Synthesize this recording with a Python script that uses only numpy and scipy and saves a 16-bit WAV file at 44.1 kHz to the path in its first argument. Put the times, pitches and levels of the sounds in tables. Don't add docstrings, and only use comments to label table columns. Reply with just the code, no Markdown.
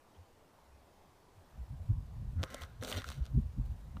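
import sys
import numpy as np
from scipy import signal
from scipy.fft import rfft, irfft
from scipy.io import wavfile
from scipy.ndimage import uniform_filter1d

SR = 44100
rng = np.random.default_rng(int(sys.argv[2]) if len(sys.argv) > 2 else 0)


def master_out(mix):
    frames = np.transpose(np.atleast_2d(mix))
    ceiling = np.clip(frames, -1, 1)
    pcm = np.round(ceiling * 32767).astype(np.int16)
    wavfile.write(sys.argv[1], SR, pcm)


N = 176400
TIME_S = np.arange(N) / SR


def amp(db):
    return 10 ** (np.asarray(db) / 20)


def unit(x):
    return x / np.sqrt(np.mean(x ** 2) + 1e-20)


def read(points, hz):
    pitch_hz, level_db = np.transpose(points)
    return np.interp(np.log(hz + 1), np.log(pitch_hz + 1), level_db)


def level(rows, column=1):
    rows = np.array(rows)
    return amp(np.interp(TIME_S, rows[:, 0], rows[:, column], left=-140, right=-140))


def add(mix, start_s, sound):
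    part = mix[max(round(start_s * SR), 0):][:len(sound)]
    part += sound[:len(part)]


def response(db_at, size=2048):
    log_gain = np.log(amp(db_at(abs(np.fft.fftfreq(size, 1 / SR)))))
    return np.fft.ifft(np.exp(np.conj(signal.hilbert(log_gain)))).real


def shake(force, ring):
    return signal.oaconvolve(force, ring / np.linalg.norm(ring))[:N]


def noise(colour):
    gain = amp(read(colour, np.fft.rfftfreq(N, 1 / SR)))
    return unit(irfft(rfft(rng.standard_normal(N)) * gain, N))


def band(hz, width_hz):
    bell = np.exp(-.5 * ((np.fft.rfftfreq(N, 1 / SR) - hz) / width_hz) ** 2)
    return unit(irfft(rfft(rng.standard_normal(N)) * bell, N))


def air(level_db=-64, drift_db=1.5):
    # pitch_hz, level_db
    colour = [(25, -6.5), (48, -17.5), (80, -6.5), (125, -12.5), (600, -14), (1000, -15), (1350, -22),
              (2900, -30.5), (4260, -31.5), (15000, -40)]
    grid = signal.stft(noise(colour), nperseg=1024, noverlap=768)[2]
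    patches = uniform_filter1d(rng.standard_normal(grid.shape), 16, axis=1)
    patches = uniform_filter1d(patches, 7, axis=0)
    wash = signal.istft(grid * amp(drift_db * unit(patches)), nperseg=1024, noverlap=768)[1][:N]
    return amp(level_db) * unit(wash)


def chirps():
    # middle_s, half_length_s, peak_db
    peeps = [(.149, 0.0067, -74.5), (.165, 0.0096, -74)]
    volume = sum(amp(db) * np.exp(-((TIME_S - s) / half_s) ** 2) for s, half_s, db in peeps)
    return volume * band(3150, width_hz=330)


def wind(wander_share=.11):
    # time_s, level_db
    breeze = [(0, -88), (1.5, -72), (1.58, -47), (1.67, -57), (1.73, -47), (1.86, -51.5), (1.96, -39.5),
              (2.07, -49.5), (2.22, -43), (2.41, -44.5), (2.48, -56.5), (2.9, -54), (3.27, -51.5),
              (3.38, -28.5), (3.52, -50.5), (3.68, -36.5), (3.77, -50), (4, -46)]
    # pitch_hz, level_db
    colour = [(15, -18), (30, -7.5), (55, 7), (90, -5), (130, -3), (190, -16.5), (260, -25.5), (350, -57),
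              (600, -63), (1500, -99)]
    # middle_s, half_length_s, peak_db, pitch_hz, flutter_db (compared with the swirl)
    swirls = [(0.204, 0.025, -49, 77.6, -36), (0.738, 0.094, -59.5, 66, -27),
              (1.393, 0.035, -55.5, 88, -26), (1.616, 0.022, -36, 60, -42), (1.711, 0.012, -38.5, 80, -19),
              (1.738, 0.017, -41, 140, -19), (1.818, 0.013, -35.5, 77.2, -40),
              (1.907, 0.014, -22, 102, -24), (1.933, 0.015, -29.5, 54, -21.5),
              (1.983, 0.0097, -30.5, 82, -23), (2.217, 0.044, -42.5, 112.3, -16.5),
              (2.284, 0.0094, -34, 67.6, -36), (2.395, 0.033, -29, 88.2, -17),
              (2.634, 0.018, -39, 78.7, -41), (2.811, 0.011, -36.5, 97.7, -40),
              (2.973, 0.027, -33.5, 100.7, -22.5), (3.095, 0.017, -38, 75.8, -17),
              (3.189, 0.02, -37.5, 126, -16), (3.221, 0.015, -26, 58, -29), (3.359, 0.018, -26, 105, -15.5),
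              (3.378, 0.0047, -20, 135, -34), (3.391, 0.011, -32, 240, -12), (3.383, 0.0066, -43, 400, -13),
              (3.411, 0.07, -32, 74.8, -48), (3.595, 0.018, -31.5, 125, -12), (3.607, 0.019, -28, 52, -43),
              (3.698, 0.036, -32, 61.63, -23.5), (3.966, 0.025, -42, 85, -7.5)]
    rumble = noise(colour)
    lumps = np.sqrt(uniform_filter1d(rumble ** 2, size=1500) + 1e-6)
    even_rumble = unit(rumble / lumps)
    out = even_rumble * amp(np.interp(TIME_S, *np.transpose(breeze)))
    wander, flutter = band(0, width_hz=34.8), band(192.7, width_hz=69.6)
    uneven_time = np.cumsum(1 + wander_share * wander) / SR
    for middle_s, half_s, db, hz, flutter_db in swirls:
        near = abs(TIME_S - middle_s) < 4 * half_s
        swirl = np.sin(2 * np.pi * (hz * uneven_time[near] + rng.random()))
        swell = amp(db) * np.exp(-((TIME_S[near] - middle_s) / half_s) ** 2)
        out[near] += swell * (swirl + amp(flutter_db) * flutter[near])
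    return out


def scales_on_sand(flicker_db=3.5):
    # time_s, level_db
    rustle = [(1.35, -84), (1.7, -79), (2.1, -83), (2.35, -80), (4, -79)]
    # pitch_hz, level_db
    colour = [(500, -35), (2500, 6.5), (4000, 6.5), (5000, 0.5), (15500, 0)]
    flicker = amp(flicker_db * band(0, width_hz=38))
    return level(rustle) * flicker * noise(colour)


def swish():
    # time_s, lower_db, upper_db
    strength = [(2.34, -90, -101), (2.39, -63, -75), (2.46, -57.5, -69), (2.51, -59, -63),
                (2.6, -58.5, -58), (2.64, -56.5, -59), (2.665, -65, -81), (2.8, -80, -97),
                (2.825, -68, -53), (2.86, -59.5, -83), (2.94, -56.5, -52.5), (3.12, -64, -74),
                (3.3, -82, -97)]
    # pitch_hz, width_hz, level_db
    resonances = [(1063, 56, -10.5), (1297, 130, -6.5), (1440, 36, -8), (1560, 280, -6)]
    lower = unit(sum(amp(db) * band(hz, width / 2) for hz, width, db in resonances))
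    upper = band(2000, width_hz=175)
    return level(strength, column=1) * lower + level(strength, column=2) * upper


def tiny_slips(slips_per_s=2600, spread_db=9, smooth_share=.29, judder_hz=108):
    # time_s, depth_db
    depths = [(2.86, 2.4), (2.92, 3.4), (2.95, 6.3), (3.01, 2.6), (3.05, 1.6)]
    sizes = amp(spread_db * np.minimum(rng.exponential(1, N), 3)) * rng.choice([-1, 1], N)
    slips = unit(sizes * (rng.random(N) < slips_per_s / SR))
    turns = np.cumsum(judder_hz * (1 + .212 * band(0, width_hz=25.56))) / SR
    judder = amp(np.interp(TIME_S, *np.transpose(depths)) * np.sin(2 * np.pi * turns))
    smooth = rng.standard_normal(N)
    return judder * (np.sqrt(1 - smooth_share) * slips + np.sqrt(smooth_share) * smooth)


def rubbing():
    # time_s, body_db, grit_db, fizz_db
    light = [(2.39, -67, -78, -90), (2.44, -53.5, -69, -61), (2.475, -75, -69, -82),
             (2.51, -55.5, -62.5, -66.5), (2.605, -64, -66, -69.5), (2.62, -51.5, -56, -57.5),
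             (2.66, -73, -77, -77), (2.76, -97, -83, -103)]
    hard = [(2.812, -63, -64, -77), (2.823, -49, -65, -62), (2.855, -52.5, -56, -57.5),
            (2.885, -47, -53, -53), (2.92, -52, -53, -50.5), (2.94, -47.5, -60, -55), (2.98, -49, -50, -57),
            (3.03, -74, -72, -71), (3.08, -59.5, -58, -63.5), (3.125, -71, -61, -65.5),
            (3.19, -72, -73, -76.5), (3.28, -87, -71.5, -89)]
    # pitch_hz, level_db
    body_colour = [(60, -19), (150, -6), (250, -3.5), (370, -11), (550, -0.5), (800, -9.5), (1000, -13.5),
                   (1400, -21), (2500, -48), (16000, -70)]
    grit_colour = [(100, -32), (700, -35), (1300, -4), (4000, 7), (4900, -1.5), (5700, 6), (7000, -21),
                   (16000, -33)]
    fizz_colour = [(100, -60), (4000, -13), (6500, 3), (8800, 5), (10500, -2), (12800, -1), (15500, -2)]
    slips = tiny_slips()
    body, grit, fizz = [slips * (level(light, column) + level(hard, column)) for column in (1, 2, 3)]
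    out = casing_tones(grit) + rasp(slips)
    for force, colour in [(linger(body), body_colour), (linger(grit), grit_colour), (fizz, fizz_colour)]:
        out += shake(force, response(lambda hz: read(colour, hz)))
    return out


def casing_tones(force, gain_db=-1.5):
    # pitch_hz, width_hz, level_db (compared with each other)
    tones = [(234, 27, 8), (490, 52, -7), (1430, 35, 8), (2066, 18, -8), (3010, 31, 4), (3630, 100, 4.5)]
    t = np.arange(4096) / SR
    ring = sum(amp(db) * unit(np.exp(-np.pi * width * t) * np.sin(2 * np.pi * hz * t))
               for hz, width, db in tones)
    return amp(gain_db) * shake(force, ring)


def linger(force, fade_s=.014, tail_db=1):
    t = np.arange(4096) / SR
    tail = rng.standard_normal(len(t)) * np.exp(-t / fade_s)
    return shake(force, (t == 0) + amp(tail_db) * tail / np.linalg.norm(tail))


def smear(sound):
    # pitch_hz, width_hz
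    delays = [(900, 840), (1400, 4800), (3800, 7200), (9000, 3100)]
    for hz, width in delays:
        fade = np.exp(-np.pi * width / SR)
        poles = [1, -2 * fade * np.cos(2 * np.pi * hz / SR), fade * fade]
        sound = signal.lfilter(poles[::-1], poles, sound)
    return sound


def resonate(sound, hz, width_hz):
    turn = np.exp(2j * np.pi * np.cumsum(hz * np.ones(len(sound))) / SR)
    fade = np.exp(-np.pi * width_hz / SR)
    return 2 * (turn * signal.lfilter([1 - fade], [1, -fade], sound / turn)).real


def clicks(creep_s=.00099, release_s=.00018, crumble_s=.0028, lag_s=.000927):
    # start_s, thud_db, knock_db, snap_db, fizz_db, crumble_db (compared with the burst)
    slips = [(2.4303, -39, -39.5, -41.5, -45.5, -25), (2.4361, -35.5, -36, -42, -43.5, -8),
             (2.5028, -69, -62, -63, -57, -10), (2.5407, -52, -54, -63, -53, -9),
             (2.5437, -42, -49, -49.5, -41, -5), (2.6186, -51.5, -55, -50, -64, -6),
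             (2.6351, -61, -50.5, -47.5, -58, -15), (2.8248, -50, -43, -50, -64, 3),
             (2.835, -56, -46.5, -46.5, -44.5, -21), (2.8475, -45, -51, -43, -46, -17),
             (2.8782, -56, -50, -49, -47, -7), (2.9158, -42.5, -44, -41.5, -53, -21),
             (2.9245, -49, -48, -39, -57, 13), (2.9408, -43, -52, -44, -61, -2),
             (2.9495, -51, -50, -47, -65, 4), (2.9855, -51, -58, -48, -59, -10),
             (3.0185, -57, -46, -53, -57, -22), (3.042, -63.5, -38, -54.5, -52, -1),
             (3.088, -74, -39, -47.5, -47, -15), (3.1015, -54, -48, -50, -45.5, -12),
             (3.1167, -59, -46, -50, -55.5, -12), (3.254, -71, -57.5, -61, -58, -10),
             (3.2634, -80, -64, -60, -57.5, -9), (3.9677, -54, -44, -63, -79, 2)]
    bands_hz = [560, 1300, 3400, 8000]
    # pitch_hz, gain_db
    casing = [(60, 1), (250, 41), (380, 26.5), (550, 40.5), (820, 32.5), (1400, 35.5), (2000, 26),
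              (3400, 34), (4900, 28), (9000, 20), (13000, 14.5), (16000, 4)]
    # pitch_hz, width_hz, level_db (compared with the direct sound)
    knocks = [(570, 110, -12), (1153, 57, -9.5), (2095, 97, -10), (2775, 82, -11)]
    out, t = np.zeros(N), np.arange(-256, 1024) / SR
    for start_s, *bands_db, crumble_db in slips:
        grit = rng.standard_normal(len(t))
        creep = unit(grit * (t < 0) * np.exp(-abs(t) / creep_s))
        spray = np.gradient(grit * (t > 0) * np.exp(-abs(t) / release_s))
        burst = unit(unit(t == 0) + unit(spray) / 4)
        crumble = unit(grit * (t > 0) * np.exp(-abs(t) / crumble_s))
        pulse = amp(-9) * creep + burst + amp(crumble_db) * crumble
        colour = list(zip(bands_hz, bands_db))
        direct = response(lambda hz: read(casing, hz) + read(colour, hz))
        detune = 1 + .04 * rng.uniform(-.79, 1)
        ring = direct + sum(amp(db) * resonate(direct, hz * detune, width) for hz, width, db in knocks)
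        add(out, start_s + lag_s + t[0], signal.fftconvolve(pulse / np.linalg.norm(pulse), ring))
    return out


def rasp(slips, width_hz=490):
    # time_s, level_db, pitch_hz
    path = [(2.86, -75, 3830), (2.905, -65, 3660), (2.93, -54.5, 3150), (2.98, -61, 3150),
            (3.025, -70, 4080)]
    time_s, _, pitch_hz = np.transpose(path)
    glide_hz = np.interp(TIME_S, time_s, pitch_hz)
    ringing = resonate(slips, glide_hz, width_hz)
    return level(path) * unit(resonate(ringing, glide_hz, width_hz))


def scene():
    mix = air() + wind() + chirps() + scales_on_sand() + swish() + smear(rubbing() + clicks())
    return mix[None]


def record(dry, cutoff_hz=15350):
    low_pass = signal.firwin(401, cutoff_hz, window=("kaiser", 8), fs=SR)
    return signal.oaconvolve(dry, low_pass[None], "same")


dry = scene()
out = record(dry)
master_out(out)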